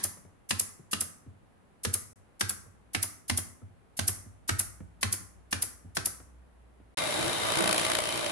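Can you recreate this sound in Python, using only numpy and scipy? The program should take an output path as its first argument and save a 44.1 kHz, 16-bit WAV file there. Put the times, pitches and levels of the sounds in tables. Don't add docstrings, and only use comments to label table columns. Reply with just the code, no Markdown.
import sys
import numpy as np
from scipy import signal
from scipy.fft import rfft, irfft
from scipy.io import wavfile

SR = 44100
rng = np.random.default_rng(int(sys.argv[2]) if len(sys.argv) > 2 else 0)


def unload_audio(sound):
    columns = np.transpose(np.atleast_2d(sound))
    steps = np.round(np.clip(columns, -1, 1) * 32767)
    wavfile.write(sys.argv[1], SR, steps.astype(np.int16))


def gain_from_db(level_db):
    decades = np.asarray(level_db, float) / 20
    return 10 ** decades


N = 366471
LEAD = SR // 10


def read(points, hz):
    table_hz, value = np.transpose(points)
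    return np.interp(np.log(hz + 1), np.log(table_hz + 1), value)


def evened(x):
    return x / np.sqrt(np.mean(x ** 2) + 1e-20)


def noise(colour, count, same, tilt_db=0.):
    left, other = rng.standard_normal((2, count))
    same = np.clip(same, 0, 1)
    right = same * left + np.sqrt(1 - same ** 2) * other
    hz = np.fft.rfftfreq(count, 1 / SR)
    gain = gain_from_db(read(colour, hz) + tilt_db * np.log2((hz + 50) / 3000))
    return evened(irfft(rfft([left, right]) * gain, count))


def swell(t, rise, t60):
    t = np.maximum(t, 0)
    return (1 - np.exp(-t / rise)) * gain_from_db(-60 * t / t60)


def slow(count, rate):
    t = np.arange(count) / SR
    speeds = np.geomspace(rate / 15, rate, 12)
    return evened(sum(np.sin(2 * np.pi * (f * t + rng.random())) for f in speeds))


def resonate(x, hz, width):
    turn = np.exp(2j * np.pi * np.cumsum(hz * np.ones(x.shape[-1])) / SR)
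    r = np.exp(-np.pi * width / SR)
    return 2 * (turn * signal.lfilter([1 - r], [1, -r], x / turn)).real


def ringing(x, hz, width, drift):
    hz = hz * (1 + drift * slow(x.shape[-1], 9))
    return resonate(resonate(x, hz, width), hz, width)


def place(sound, s, pan_db=0., lag_ms=0.):
    out = []
    for side, sign in zip(sound, (1, -1)):
        start = LEAD + round((s - sign * lag_ms / 2000) * SR)
        out.append((start, side * gain_from_db(sign * pan_db / 2)))
    return out


def add(mix, placed):
    for channel, (at, side) in zip(mix, placed):
        part = channel[at:at + len(side)]
        part += side[:len(part)]


# pitch in Hz, relative strength in dB per Hz.
WASH_COLOUR = [(15, -50.5), (25, -8), (129, -8), (197, -7), (225, -9), (326, -13), (460, -14.5), (761, -16),
               (1290, -21.5), (1780, -24), (5540, -41), (10500, -37), (14000, -57.5)]
# time in seconds, level of its tone in dB.
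HUM_LEVEL = [(2.16, -73), (2.36, -64.5), (3.06, -69), (3.65, -79), (4.1, -61), (4.45, -62.5), (4.64, -57),
             (4.96, -55), (5.21, -61), (5.94, -62), (6.06, -57), (6.17, -54), (6.65, -55), (6.94, -61)]


def yard():
    wash_db, hum_hz, drift_hz, fuzz_share = -61, 61.7, 1.5, 0.35
    t = np.arange(N) / SR
    s, db = np.transpose(HUM_LEVEL)
    hum_level = gain_from_db(np.interp(t, s, db, -100, -100))
    tone = np.sqrt(2) * np.sin(2 * np.pi * np.cumsum(hum_hz + drift_hz * slow(N, 4.4)) / SR)
    rumble = noise([(20, 0), (200, 0.005)], N, 0.9)
    fuzz = evened(resonate(resonate(rumble, hum_hz, 14), hum_hz, 14))
    return gain_from_db(wash_db) * noise(WASH_COLOUR, N, 0.05) + (tone + fuzz_share * fuzz) * hum_level


# pitch in Hz, time to fall by 60 dB in seconds.
ECHO_TIME = [(100, 1), (400, 0.47), (1200, 0.64), (3000, 0.34), (8000, 0.45), (15000, 0.16)]


def shop(x):
    taps = np.zeros((2, SR))
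    at = np.arange(300, SR - 20, 20) + rng.integers(0, 20, (2, (SR - 301) // 20))
    np.put_along_axis(taps, at, rng.choice([-1., 1.], at.shape), 1)
    hz, t, bands = signal.stft(taps, SR, nperseg=256)
    fading = bands * gain_from_db(-60 * t / read(ECHO_TIME, hz)[:, None])
    tail = signal.istft(fading, SR, nperseg=256)[1]
    return signal.fftconvolve(x, tail / np.linalg.norm(tail[0]), axes=1)[:, :x.shape[1]]


# pitch in Hz, typical relative level in dB, time to fall by 60 dB in seconds.
TABLE_TONES = [(88.2, -0.5, 0.23), (100.8, -4, 0.25), (125, -9.5, 0.16), (164.5, -15, 0.13),
               (204, -13, 0.16), (240.3, -11, 0.17), (290, -15.5, 0.12)]


def boom(db):
    rise_s, spread_db, ears_db = 0.0068, 2.5, 2
    t = np.arange(SR // 2) / SR
    hz, tone_db, t60 = np.transpose(TABLE_TONES)[:, :, None]
    spot, left, right = rng.standard_normal((3,) + hz.shape)
    sign = (-1.) ** np.arange(len(hz))[:, None]
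    level = sign * gain_from_db(db + tone_db + spread_db * spot)
    rings = level * swell(t, rise_s, t60) * np.sin(2 * np.pi * hz * t)
    return [(rings * gain_from_db(ears_db * ear)).sum(0) for ear in (left, right)]


RETURN_S = 0.0183


def table():
    rock_s = 0.011
    mix = np.zeros((2, N + LEAD))
    jolts = [(row[0] + rock_s, row[4]) for row in BLOW_LIST]
    jolts += [(row[0] + RETURN_S / 2, row[3]) for row in EXHAUST_LIST]
    jolts += [(row[0], row[3]) for row in BUMP_LIST]
    for s, db in jolts:
        add(mix, place(boom(db), s, pan_db=-3, lag_ms=1.2))
    return mix


# time in seconds, effort (level of the roar) in dB, treble in dB,
# bite of the blade from 0 to 1, extra level of the board's low ring in dB.
SAW_COURSE = [(6.972, -33, 5, 0.3, -4), (7.012, -28.5, -4.5, 0.35, -6.5), (7.116, -31.5, 0, 0.3, -6.5),
              (7.2, -28.5, -2.5, 0.38, 4), (7.28, -26.5, -4.5, 0.3, 3.5), (7.354, -30.5, -1.5, 0.27, -3),
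              (7.44, -28.5, -3, 0.27, -6), (7.56, -28, -1.5, 0.81, -2.5), (7.62, -27, -2.5, 0.96, 5),
              (7.72, -28.5, -2.5, 0.77, 4), (7.8, -29, 1, 0.5, 0), (7.9, -29, -1, 0.66, -6),
              (8.01, -32.5, -0.5, 0.8, -2.5), (8.1, -32, 0, 0.67, -5), (8.31, -33.5, -0.5, 0.5, 4.5)]
# time in seconds, gear level in dB, fan level in dB, both before a slow wander.
SAW_WHINE = [(6.971, -39, -59), (7.1, -41, -51), (7.45, -39, -41), (7.6, -41.5, -44), (8.0, -48.5, -44),
             (8.31, -44, -44)]
# pitch in Hz, relative strength in dB per Hz.
SAW_COLOUR = [(25, -33), (100, -6.5), (250, -11.5), (620, -5), (1200, -9.5), (2600, -11), (4000, -12),
              (6500, -18.5), (8500, -16), (10500, -14.5), (11500, -24), (12500, -29.5), (14500, -32.5),
              (16200, -47.5)]
# pitch in Hz, width of each of two filters in Hz, relative level in dB.
BOARD_RINGS = [(172, 53, -10), (331, 22, -1), (621, 60, 4.5), (982, 58, -7), (1171, 61, -2),
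               (1487, 110, -5), (2072, 90, -3), (2360, 90, -6)]
# pitch in Hz, left minus right in dB.
SAW_PANNING = [(60, 3), (240, -4), (950, 0), (3770, 3.5), (15000, 0.5)]
# time in seconds, relative rasp in dB,
# relative thud in dB.
TOOTH_SNAGS = [(7.571, -1, 0), (7.5857, 3, 7), (7.607, -16, -13), (7.6378, -1, 2), (7.6754, 7, 1),
               (7.6914, 5, -4), (7.7102, 6, -11), (7.7279, 2.5, -10), (7.7798, 3.5, -10), (7.85, 1, -5),
               (7.9506, 10, -5), (7.9878, 7, 9.5)]


def jigsaw():
    strokes_per_s, stroke_s = 58.0, 7.677
    s, *columns = np.transpose(SAW_COURSE)
    t = np.arange(s[0], N / SR, 1 / SR)
    effort_db, treble_db, bite, ring_db = (np.interp(t, s, c) for c in columns)

    turns = (t - stroke_s) * strokes_per_s + .5
    strength = gain_from_db(3.15 * rng.standard_normal((2, 200)))[:, np.floor(turns).astype(int) + 100]
    pulses = np.exp(-((turns % 1 - .5) / [[.2], [.12]]) ** 2)
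    thud, rasp = np.clip(bite, 0, 3) * strength * pulses
    for at, rasp_db, thud_db in TOOTH_SNAGS:
        rasp = rasp + gain_from_db(rasp_db) * swell(t - at, 0.00036, 0.018)
        thud = thud + gain_from_db(thud_db) * swell(t - at, 0.0013, 0.026)
    between = 1 - np.clip(0.31 * bite, 0, .9)

    teeth = rng.standard_normal((2, len(t))) * (between + 1.5 * thud)
    board = 0
    for hz, width, db in BOARD_RINGS:
        surge = gain_from_db(2.5 * slow(len(t), 6.87) + ring_db * (hz < 400))
        board = board + gain_from_db(db) / np.sqrt(width) * surge * ringing(teeth, hz, width, drift=0.015)

    rush = noise(SAW_COLOUR, len(t), 0.046)
    low = signal.sosfilt(signal.butter(2, 1800, fs=SR, output="sos"), rush)
    high = (rush - low) * (between + 1.45 * rasp) * gain_from_db(treble_db)
    roar = evened(low * (between + 1.12 * thud) + high)
    saw = gain_from_db(effort_db) * (roar + gain_from_db(-4.5) * evened(board))

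    w, gear_db, fan_db = np.transpose(SAW_WHINE)
    shake = rng.standard_normal((2, len(t))) * (1 + .8 * rasp)
    for hz, width, db in ((3780, 300, gear_db), (3084, 130, fan_db)):
        whine_level = gain_from_db(np.interp(t, w, db) + 2.4 * slow(len(t), 30))
        saw += whine_level * evened(ringing(shake, hz, width, drift=0.005))
    squeak = rng.standard_normal((2, len(t))) * rasp
    saw += gain_from_db(effort_db - 19.0) * evened(resonate(resonate(squeak, 10500, 900), 10500, 900))

    hz = np.fft.rfftfreq(len(t), 1 / SR)
    sides = gain_from_db(np.outer([.5, -.5], read(SAW_PANNING, hz)))
    return np.pad(irfft(rfft(saw) * sides, len(t)), ((0, 0), (N - len(t), 0)))


# pitch in Hz, relative level in dB, time to fall by 60 dB in seconds.
CHAIR_TONES = [(138.7, -11, .1), (218, -5.5, 0.093), (515, -5, 0.061), (920, -7, 0.072), (1310, 0, 0.052),
               (2530, -3.5, .045), (4570, -3, 0.027), (7032, -12, .025)]


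def chair(soft_db, count=140):
    t = np.arange(SR // 6) / SR
    table_hz, table_db, table_t60 = np.transpose(CHAIR_TONES)
    where, phase, left, right = rng.random((4, count, 1))
    hz = table_hz[0] * (table_hz[-1] / table_hz[0]) ** where
    db = np.interp(np.log(hz), np.log(table_hz), table_db)
    t60 = np.interp(np.log(hz), np.log(table_hz), table_t60)
    level = gain_from_db(db - soft_db * np.log2(hz / 300) - 60 * t / t60)
    rings = level * np.sin(2 * np.pi * (hz * t + phase))
    rings *= 1 - np.exp(-t * hz / 0.34)
    both = np.array([(rings * (0.077 + ear)).sum(0) for ear in (left, right)])
    return both / np.sqrt(np.mean(both[:, :SR // 100] ** 2))


# time in seconds, knock in dB, dullness in dB per octave,
# table boom in dB.
BUMP_LIST = [(0.171, -53, 5.5, -63), (0.249, -55, 6.5, -47.5), (0.794, -48, 12, -57),
             (1.263, -52.5, 7.5, -39.5), (2.087, -67, 15, -50), (2.66, -55, 7.5, -48),
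             (3.499, -66, 10, -55), (3.618, -54.5, 9.5, -37.5), (4.169, -66, 14, -47),
             (4.259, -54, 5, -40.5), (4.804, -41.5, 9, -38), (5.209, -55, 11, -52), (5.846, -50, 11, -41),
             (6.2, -53, 3.5, -49), (6.799, -55.5, 8, -52)]


def bumps(mix):
    for s, db, dull_db, _ in BUMP_LIST:
        add(mix, place(gain_from_db(db) * chair(dull_db), s))


# start in seconds, hiss in dB.
TRIGGER_LIST = [(0.4892, -32), (0.9106, -32.5), (1.8328, -32), (2.3935, -39), (2.932, -37.5), (3.2791, -37),
                (3.9674, -36), (4.4771, -31.5), (5.0093, -38), (5.5084, -36.5), (5.9485, -36)]
# pitch in Hz, relative strength in dB per Hz.
AIR_COLOUR = [(880, -63.5), (1500, -25.5), (2730, -20.5), (3690, -19), (4160, -17.5), (4680, -13),
              (7950, -9), (10500, -2), (13000, -14), (15200, -21.5), (16300, -38.5)]


def valve_hisses(mix):
    t = np.arange(SR // 2) / SR
    for s, db in TRIGGER_LIST:
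        filling = swell(t, 0.0045, 0.36) * np.clip((.022 - t) / 0.0052, 0, 1)
        hiss = filling * noise(AIR_COLOUR, len(t), 0.32, tilt_db=-1.5)
        add(mix, place(gain_from_db(db) * hiss, s, lag_ms=-.6))


# time in seconds, crack in dB, wood in dB, pitch of the struck slat in Hz,
# table boom in dB, left minus right in dB.
BLOW_LIST = [(-0.065, -20.5, -31, 1720, -45.5, 0.5), (0.5078, -21, -28, 2550, -33, 1),
             (0.9313, -21.5, -31, 2890, -39, 1), (1.8494, -24, -31.5, 490, -25.5, 0),
             (2.4092, -20.5, -29.5, 1470, -29.5, -1), (2.9476, -24, -28.5, 2400, -29, -3.5),
             (3.2971, -21.5, -31, 1970, -24.5, -1), (3.9909, -22, -30.5, 1495, -28, -2.5),
             (4.4914, -21, -27.5, 1980, -23.5, -0.5), (5.0294, -20.5, -27.5, 1760, -24.5, -0.5),
             (5.527, -22, -29, 1600, -28, 1), (5.9687, -24, -29, 1500, -34, 0)]
# pitch in Hz, relative strength in dB per Hz.
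CRACK_COLOUR = [(180, -40.5), (300, -16.5), (805, -15), (1520, -5), (2430, -5), (6400, -4.5), (7080, -8.5),
                (9720, -4), (14300, -21.5), (16300, -40.5)]


def blows(mix):
    second_s, second_db = 0.0035, -1.5
    t = np.arange(SR // 2) / SR
    for s, crack_db, wood_db, slat_hz, _, pan_db in BLOW_LIST:
        clack = swell(t, 0.00013, 0.033) * np.clip((.008 - t) / 0.00073, 0, 1)
        clack = clack + gain_from_db(second_db) * swell(t - second_s, 0.0003, 0.0092)
        rattle = gain_from_db(-10.0) * swell(t, 0.0038, 0.14)
        crack = gain_from_db(crack_db) * (clack + rattle) * noise(CRACK_COLOUR, len(t), 0.15, tilt_db=-0.67)

        seat_db = -5.5 if s < SILENCES[0][0] else -10.5
        wood = gain_from_db(wood_db) * (chair(soft_db=-0.5) + gain_from_db(seat_db) * chair(soft_db=7.0))

        hit = noise([(20, 0.00095), (20000, 0.0018)], len(t), 0.13)
        slat = evened(ringing(hit, slat_hz, 0.24 * slat_hz, drift=0))
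        slat = gain_from_db(wood_db + 8) * swell(t, 0.002, 0.03) * slat
        add(mix, place(crack + slat, s, pan_db, lag_ms=1.05))
        add(mix, place(wood, s, pan_db, lag_ms=1.05))


# start in seconds, puff in dB,
# knock of the returning piston in dB, table boom in dB, left minus right in dB.
EXHAUST_LIST = [(0.029, -21.5, -39.5, -40, 0), (0.587, -21, -41.5, -47.5, 0),
                (0.9988, -23, -42, -39.5, -0.5), (1.9302, -21, -41.5, -46.5, 1.5),
                (2.4851, -23.5, -41.5, -36.5, 1), (3.019, -21, -41, -47, -0.5),
                (3.3656, -21.5, -38.5, -41, 2.5), (4.0702, -19.5, -38, -33, 0),
                (4.584, -20.5, -39.5, -45.5, 0), (5.1173, -21.5, -40, -43, 0.5), (5.6139, -22, -42, -43, 1),
                (6.0479, -21.5, -40.5, -48.5, 1)]
# pitch in Hz, relative strength in dB per Hz.
DRAIN_COLOUR = [(880, -34), (1170, -2), (1500, -22), (2020, -2.5), (2350, -17), (3800, -33.5), (5840, -5),
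                (8030, -16), (10600, -3), (13200, -17), (15100, -19.5), (16300, -33)]


def exhausts(mix):
    after_s, after_db = 0.019, -10
    t = np.arange(SR // 2) / SR
    for s, puff_db, knock_db, _, pan_db in EXHAUST_LIST:
        onset = gain_from_db(-12) * swell(t, 0.004, 0.12)
        blast = swell(t - .008, 0.001, 0.2) * np.clip((.0185 - t) / 0.004, 0, 1)
        blast = blast + gain_from_db(after_db) * swell(t - after_s, 0.003, 0.068)
        puff = (onset + blast) * noise(AIR_COLOUR, len(t), 0.38)
        draining = gain_from_db(-24) * swell(t - .01, .002, 0.78) * gain_from_db(-40 * (t / 0.43) ** 2)
        drain = draining * noise(DRAIN_COLOUR, len(t), 0.34)
        add(mix, place(gain_from_db(puff_db) * (puff + drain), s, pan_db, lag_ms=-.8))
        add(mix, place(gain_from_db(knock_db) * chair(soft_db=0.0), s + RETURN_S))


def nailer():
    mix = np.zeros((2, N + LEAD))
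    valve_hisses(mix)
    blows(mix)
    exhausts(mix)
    bumps(mix)
    return mix


def scene():
    gun, booms = nailer(), table()
    echoes = gain_from_db(-10.0) * shop(gun + gain_from_db(-3.5) * booms)
    nailing = (gun + booms + echoes)[:, LEAD:] + yard()
    return nailing * (np.arange(N) / SR < SILENCES[-1][1]) + jigsaw()


# pitch in Hz, gain in dB.
MIC_COLOUR = [(30, -1.5), (8500, -0.82), (10600, 1.5), (11400, 1), (12200, -4), (15000, 0.5), (16300, -3.5),
              (16600, -60.5)]


def microphones(x):
    return irfft(rfft(x) * gain_from_db(read(MIC_COLOUR, np.fft.rfftfreq(N, 1 / SR))), N)


# start in seconds, end in seconds.
SILENCES = [(2.133, 2.157), (6.948, 6.971)]


def silenced(x):
    t = np.arange(N) / SR
    for start, end in SILENCES:
        x = x * np.clip(np.maximum((start - t) / 0.002, (t - end) / 0.003), gain_from_db(-59), 1)
    return x


def roll_off(x):
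    return signal.sosfilt(signal.butter(12, 16480, fs=SR, output="sos"), x)


def record(dry):
    mix = silenced(microphones(dry))
    return roll_off(mix)


dry = scene()
out = record(dry)
unload_audio(out)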